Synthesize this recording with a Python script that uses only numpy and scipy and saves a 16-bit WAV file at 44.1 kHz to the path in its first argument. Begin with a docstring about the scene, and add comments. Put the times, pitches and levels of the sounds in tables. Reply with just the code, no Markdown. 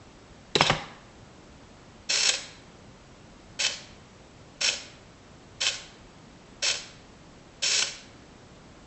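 """Useless box in a quiet room

A finger snaps the toggle switch of a wooden box on a table, and a servo knocks the lid open.
A second geared servo swings the arm out, dips and lifts it twice and pulls it back in.
Each move is a rasp of gear teeth that ends in a clack of backlash; the room rings on."""
import sys
import numpy as np
from scipy import signal
from scipy.fft import rfft, irfft, next_fast_len
from scipy.io import wavfile
from scipy.ndimage import map_coordinates

SR = 44100
rng = np.random.default_rng(int(sys.argv[2]) if len(sys.argv) > 2 else 0)


def wav_record(signal):
    """Record a signal, one row per channel, as 16-bit PCM in the file named by sys.argv[1]."""
    frames = np.transpose(np.atleast_2d(signal))
    bounded = np.clip(frames, -1, 1)
    # unit amplitude maps onto the largest positive 16-bit level
    quanta = np.round(bounded * 32767).astype(np.int16)
    wavfile.write(sys.argv[1], SR, quanta)


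N = 390726
TOP_HZ = 8080

# servo runs: start_s, stop_s, level_db, stop_clack_db (over the run), stroke
SERVO_MOVES = [(0.579, 0.7, -34.5, -3, "lid"), (2.088, 2.291, -26.3, 15.5, "out"),
               (3.588, 3.666, -27.5, 5.5, "dip"), (4.605, 4.686, -27.5, 7, "lift"),
               (5.603, 5.683, -26.5, 6, "dip"), (6.621, 6.701, -26.5, 5.5, "lift"),
               (7.620, 7.824, -26, 4, "in")]
# resonances of the servo case and arm, mounted in the box: centre_hz, width_hz, gain_db
CASE_MODES = [(558, 50, -7), (833, 91, -12), (1080, 38, -3), (1543, 125, 1), (2284, 85, -6.5),
              (2600, 130, 2.5), (3300, 200, -11), (4250, 410, 1.5), (5470, 350, 0.5), (6230, 270, 0.5),
              (6770, 260, -1.5), (7560, 330, -3.5)]
# resonances of the loose arm: centre_hz, width_hz, gain_db (per filter pass)
ARM_MODES = [(2608, 137, 1), (3100, 260, 0), (3420, 370, -7)]
# whine of the fast gears: centre_hz, width_hz, gain_db (per filter pass)
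WHINE_MODES = [(2628, 58, 0), (4193, 120, -2), (5450, 320, 1), (6210, 70, -4), (6680, 55, -8)]


def servos(motor_hz=446, spin_up_s=.035, slow_down_s=.025, engage_s=.0045, brake_s=.0073,
           settle_s=.085, jerk_s=.039):
    """The motor spins up, drives the gears, slows near its goal, brakes and trembles briefly."""
    # how each stroke loads the servo: tilt_db_per_octave, rattle_db, whine_db, jerk_db, hum_db
    stroke_tones = {"lid": (-5, 1, -6, -5, -24), "out": (-0.5, -10, -3.5, -10, -22.5),
                    "dip": (-1, -7, -9, -14.5, -36), "lift": (-1, -6, -4.5, -10.5, -27.5),
                    "in": (0.65, -10, -7, -15.5, -23.5)}
    # the panel that carries the servo: centre_hz, width_hz, gain_db
    mount_modes = [(545, 114, 0)]
    out, t = np.zeros(N), np.arange(SR // 2) / SR
    engage = (1 - np.exp(-t / engage_s)) ** 2
    for start, stop, db, _, stroke in SERVO_MOVES:
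        tilt_db, rattle_db, whine_db, jerk_db, hum_db = stroke_tones[stroke]
        ahead, after = np.maximum(stop - start - t, 0), np.maximum(t - (stop - start), 0)
        speed = (1 - .5 * np.exp(-t / spin_up_s)) * (1 - .25 * np.exp(-ahead / slow_down_s))
        turns = np.cumsum(motor_hz * speed * (1 + .012 * wobble(60, len(t)))) / SR
        drive = engage * np.exp(-after / brake_s)
        tremble = amp(-13) * (after > 0) * np.exp(-(after / settle_s) ** 4)
        binding = amp(2 * wobble(150, len(t)))  # the plastic gears bind and free themselves unevenly
        teeth = gear_teeth(turns, per_turn=4, scatter_db=5, friction_db=-4.5)
        rasp = unit(through_case(teeth, tilt_db))
        slow_teeth = gear_teeth(turns, per_turn=.99, scatter_db=6.5, friction_db=-1.5)
        rattle = amp(rattle_db) * resonant(slow_teeth, ARM_MODES)
        whine = amp(whine_db) * resonant(rng.standard_normal(len(t)), WHINE_MODES)
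        gears = (drive + tremble) * binding * (rasp + rattle + whine)
        hum = amp(hum_db) * drive * speed ** 2 * unit(np.sin(2 * np.pi * turns))
        # starting and braking jerk the mounting panel
        jerks = engage * np.exp(-t / jerk_s) + amp(-2) * (after > 0) * np.exp(-after / jerk_s)
        panel = amp(jerk_db) * jerks * resonant(rng.standard_normal(len(t)), mount_modes)
        add(out, start, amp(db) * (gears + hum + panel))
    return out


def gear_teeth(turns, per_turn, scatter_db, friction_db):
    """One uneven click for each tooth that meshes, over the hiss of sliding flanks."""
    meshes = np.diff(np.floor(turns * per_turn), prepend=0) > 0
    sizes = amp(scatter_db * rng.uniform(-1, 1, len(turns))) * rng.choice([-1, 1], len(turns))
    return unit(meshes * sizes) + amp(friction_db) * rng.standard_normal(len(turns))


def through_case(x, tilt_db, pivot_hz=4000):
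    """Tooth contacts, direct and through the ringing case; more tilt per octave sounds harder."""
    # spectrum of a tooth click: frequency_hz, gain_db
    click_spectrum = [(60, -36.5), (300, -29.5), (600, -12), (1200, -12.5), (2000, -2), (3500, 0.5),
                      (5000, 0.5), (8000, -5)]

    def response(hz):
        tilt = amp(tilt_db * np.log2(np.clip(hz, pivot_hz / 4, TOP_HZ) / pivot_hz))
        return (amp(along(click_spectrum, hz)) + resonances(CASE_MODES, hz)) * tilt * (hz < TOP_HZ)
    return filtered(x, response)


def backlash(take_up_s=.0125, chatter_s=.0105, ticks_per_s=14):
    """Every run hits its stop; arm strokes also take up their play, tick, catch and rebound twice."""
    # gear play per arm stroke: take_up_arm_db, catch_s (before the stop; a negative value falls after it),
    # catch_db (over the run), # catch_tilt_db_per_octave, catch_arm_db, rebound_s (after the stop), rebound_db
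    # (over the run)
    gear_play = {"out": (-13, .003, 14, 2.5, -10, .046, 6.5), "dip": (0.5, .018, 10, -3, 0.5, .058, -2.5),
                 "lift": (-12, -0.01, 9.5, 1, -13, .040, 4), "in": (2.5, .004, 10.5, -2, -6, .043, -4)}
    contacts = []  # start_s, level_db, tilt_db_per_octave, arm_ring_db
    for start, stop, db, stop_db, stroke in SERVO_MOVES:
        contacts.append((stop, db + stop_db, -1.5, 1.5))  # the stop shakes the arm hard
        if stroke not in gear_play:
            continue
        take_up_arm_db, catch_s, catch_db, tilt, catch_arm_db, rebound_s, rebound_db = gear_play[stroke]
        contacts += [(start + take_up_s, db + 4.5, -.5, take_up_arm_db),
                     (stop - catch_s, db + catch_db, tilt, catch_arm_db),
                     (stop + rebound_s, db + rebound_db, -2.2, -12),
                     (stop + rebound_s + chatter_s, db + rebound_db - 1.5, -2.2, -12)]
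        stray_ticks = start + take_up_s + (np.arange(8) + rng.uniform(size=8)) / ticks_per_s
        contacts += [(s, db + .5, 2.4, -12.5) for s in stray_ticks if s < stop]
    return contacts


def gear_clacks(t60_s=.038, attack_s=.0017):
    """The play in the gears closes with a quick cluster of contacts that shakes the arm."""
    out, t = np.zeros(N), np.arange(SR // 8) / SR
    cluster = amp(-60 * t / t60_s) * (1 - np.exp(-t / attack_s))
    for s, db, tilt_db, arm_db in backlash():
        gears = through_case(cluster * rng.standard_normal(len(t)), tilt_db)
        arm = amp(arm_db) * cluster * resonant(rng.standard_normal(len(t)), ARM_MODES)
        add(out, s, amp(db) * (gears + arm))
    return out


def box_knocks(low_cut_hz=125):
    """Each blow rings the wooden panels, booms in the cavity and makes the loose lid chatter."""
    # blows on the box: start_s, level_db, contact_cutoff_hz, boom_db, chatter_db, chatter_t60_s,
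    # panel_hz, panel_db, panel_t60_s
    blows = [(0.5583, -14.5, 4500, -7, -5, 0.05, 408, 3, 0.036),
             (0.6088, -6, 2580, -13, -5, 0.054, 1000, 5, 0.0088),
             (0.6976, -12.5, 2310, -2.5, -1.5, 0.1, 1150, -3.5, 0.017),
             (0.7064, -18.5, 2000, 4.5, -18, 0.1, 554, -10, 0.028),
             (2.2935, -31, 2000, -22, -12, .04, 552, -1.5, 0.092),
             (7.8252, -27, 2500, -20, -19, 0.027, 1517, 7, .025)]
    # box panels: pitch_hz, level_db, t60_s
    wood_modes = [(369, -16.5, 0.072), (524, -15, 0.076), (824, -13, 0.046), (1046, -12.5, .04),
                  (1440, -25, 0.016), (1880, -8.5, .015), (2250, -7, 0.018), (2693, -7, 0.035),
                  (3190, -10, 0.036)]
    # air inside the box and the table under it: pitch_hz, level_db, t60_s
    cavity_modes = [(153, -6.5, 0.18), (181.4, -11, 0.18), (243, -19.5, 0.18)]
    out, t = np.zeros(N), np.arange(SR // 3) / SR
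    for s, db, contact_hz, boom_db, chatter_db, chatter_t60, *struck_panel in blows:
        chatter = amp(chatter_db - 60 * t / chatter_t60) * rng.normal(0, 2, len(t))
        contact = signal.butter(2, contact_hz, fs=SR, output="sos")
        wood = signal.sosfilt(contact, ring(wood_modes, t) + chatter)
        boom = amp(boom_db) * ring(cavity_modes, t)
        add(out, s, amp(db) * (wood + ring([struck_panel], t) + boom))
    # a small box radiates little deep bass
    return signal.sosfilt(signal.butter(2, low_cut_hz, "highpass", fs=SR, output="sos"), out)


def switch_snaps(crack_db=-5, crack_t60_s=.028, creep_db=-24, creep_s=.0018, lead_s=.008):
    """Small stiff parts creep for an instant, then snap over: a crack and one short high ring."""
    # snaps of the switch and the lid linkage: start_s, level_db, ring_hz, t60_s
    snaps = [(.5543, -8, 3930, 0.015), (.6163, -21, 3310, 0.035), (0.6177, -17, 5160, 0.046),
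             (0.6221, -20, 3270, 0.023), (.666, -20, 3875, 0.059), (.671, -20, 3600, 0.042)]
    out, t = np.zeros(N), np.arange(SR // 8) / SR
    before = np.arange(-round(lead_s * SR), 0) / SR
    for s, db, hz, t60 in snaps:
        creep = amp(creep_db) * np.exp(before / creep_s) * rng.standard_normal(len(before))
        crack = amp(crack_db - 60 * t / crack_t60_s) * rng.standard_normal(len(t))
        add(out, s - lead_s, amp(db) * np.concatenate([creep, ring([(hz, 0, t60)], t) + crack]))
    return out


def table_bumps():
    """Faint dull bumps as the box rocks and the hand comes to rest."""
    # bumps through the table: peak_s, level_db, centre_hz, width_hz, half_length_s
    bumps = [(0.732, -41, 42, 30, 0.048), (.712, -35, 105, 45, 0.016), (1.216, -48, 107, 35, 0.032)]
    out, t = np.zeros(N), np.arange(N) / SR
    for s, db, hz, width, half_length in bumps:
        swell = amp(db) * np.exp(-((t - s) / half_length) ** 2)
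        out += swell * resonant(rng.standard_normal(N), [(hz, width, 0)])
    return out


def room_reverb(x, predelay_s=.007, evenness=.61):
    """Diffuse answer of the walls; each frequency dies at its own speed."""
    # decay of the room: frequency_hz, t60_s
    decay_times = [(120, 0.57), (500, 0.6), (1500, 0.8), (3500, 0.61), (8000, 0.47)]
    hz, t, noise = signal.stft(rng.standard_normal(SR), SR, nperseg=256)
    tail = signal.istft(noise * amp(-60 * t / along(decay_times, hz)[:, None]), SR, nperseg=256)[1]
    tail = np.pad(tail / np.linalg.norm(tail), (round(predelay_s * SR), 0))
    # the walls hear every side of the box, so the peaks that beam from the open lid stand out less
    beamed = ARM_MODES + WHINE_MODES + [CASE_MODES[3]]
    all_sides = filtered(x, lambda f: 1 / (1 + evenness * np.abs(resonances(beamed, f)) ** 2))
    return signal.fftconvolve(all_sides, tail)[:N]


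def room_tone(level_db=-50.5):
    """Steady rumble and hiss of the quiet room."""
    # spectrum of the room tone: frequency_hz, relative_db
    spectrum = [(12, -32), (20, -3.5), (128, -1.5), (168, -2), (239, -3), (340, -6.5), (459, -9), (590, -9),
                (652, -10.5), (721, -11), (817, -12), (1160, -14.5), (1350, -15.5), (1570, -17.5),
                (8000, -26.5), (10400, -65), (17600, -120)]
    return amp(level_db) * unit(filtered(rng.standard_normal(N), lambda hz: amp(along(spectrum, hz))))


def amp(db):
    """Decibels to gain."""
    return 10 ** (np.asarray(db) / 20)


def unit(x):
    """Scale to rms 1."""
    return x / np.sqrt(np.mean(x ** 2) + 1e-20)


def along(points, hz):
    """Interpolate (frequency_hz, value) points on a log frequency axis."""
    f, v = np.transpose(points)
    return np.interp(np.log(hz + 1), np.log(f + 1), v)


def filtered(x, response):
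    """Filter x by a complex function of frequency."""
    size = next_fast_len(len(x) + 8192)
    return irfft(rfft(x, size) * response(np.fft.rfftfreq(size, 1 / SR)), size)[:len(x)]


def resonances(modes, hz):
    """Causal response of (centre_hz, width_hz, gain_db) resonances."""
    return sum(amp(db) * 1j * hz * w / (c * c - hz * hz + 1j * hz * w) for c, w, db in modes)


def resonant(x, modes):
    """Two filter passes through the modes leave only their ringing, at rms 1."""
    return unit(filtered(x, lambda hz: resonances(modes, hz) ** 2))


def ring(modes, t):
    """Damped sines; neighbouring modes swing in opposite directions."""
    return sum((-1) ** k * amp(db - 60 * t / t60) * np.sin(2 * np.pi * hz * t)
               for k, (hz, db, t60) in enumerate(modes))


def wobble(rate, size):
    """A smooth random curve, rate knots a second."""
    knots = rng.standard_normal(int(size * rate / SR) + 4)
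    return map_coordinates(knots, [np.arange(size) * rate / SR])


def add(track, s, sound):
    """Mix a sound into the track at s seconds."""
    start = round(s * SR)
    track[start:start + len(sound)] += sound[:N - start]


def scene():
    """The box close by, with the room around it, in mono."""
    gears = amp(-1) * servos() + amp(.5) * gear_clacks()
    box = box_knocks() + switch_snaps()
    reverb = amp(-6.5) * room_reverb(gears) + amp(-9) * room_reverb(box)
    return (gears + box + reverb + table_bumps() + room_tone())[None]


def record(dry, ceiling=.85):
    """Round off the highest peaks and cut the treble steeply at TOP_HZ."""
    rounded = dry / (1 + (dry / ceiling) ** 4) ** .25
    high_cut = lambda hz: np.clip((TOP_HZ - hz) / 100 + .5, 0, 1)
    return np.array([filtered(channel, high_cut) for channel in rounded])


dry = scene()
out = record(dry)
wav_record(out)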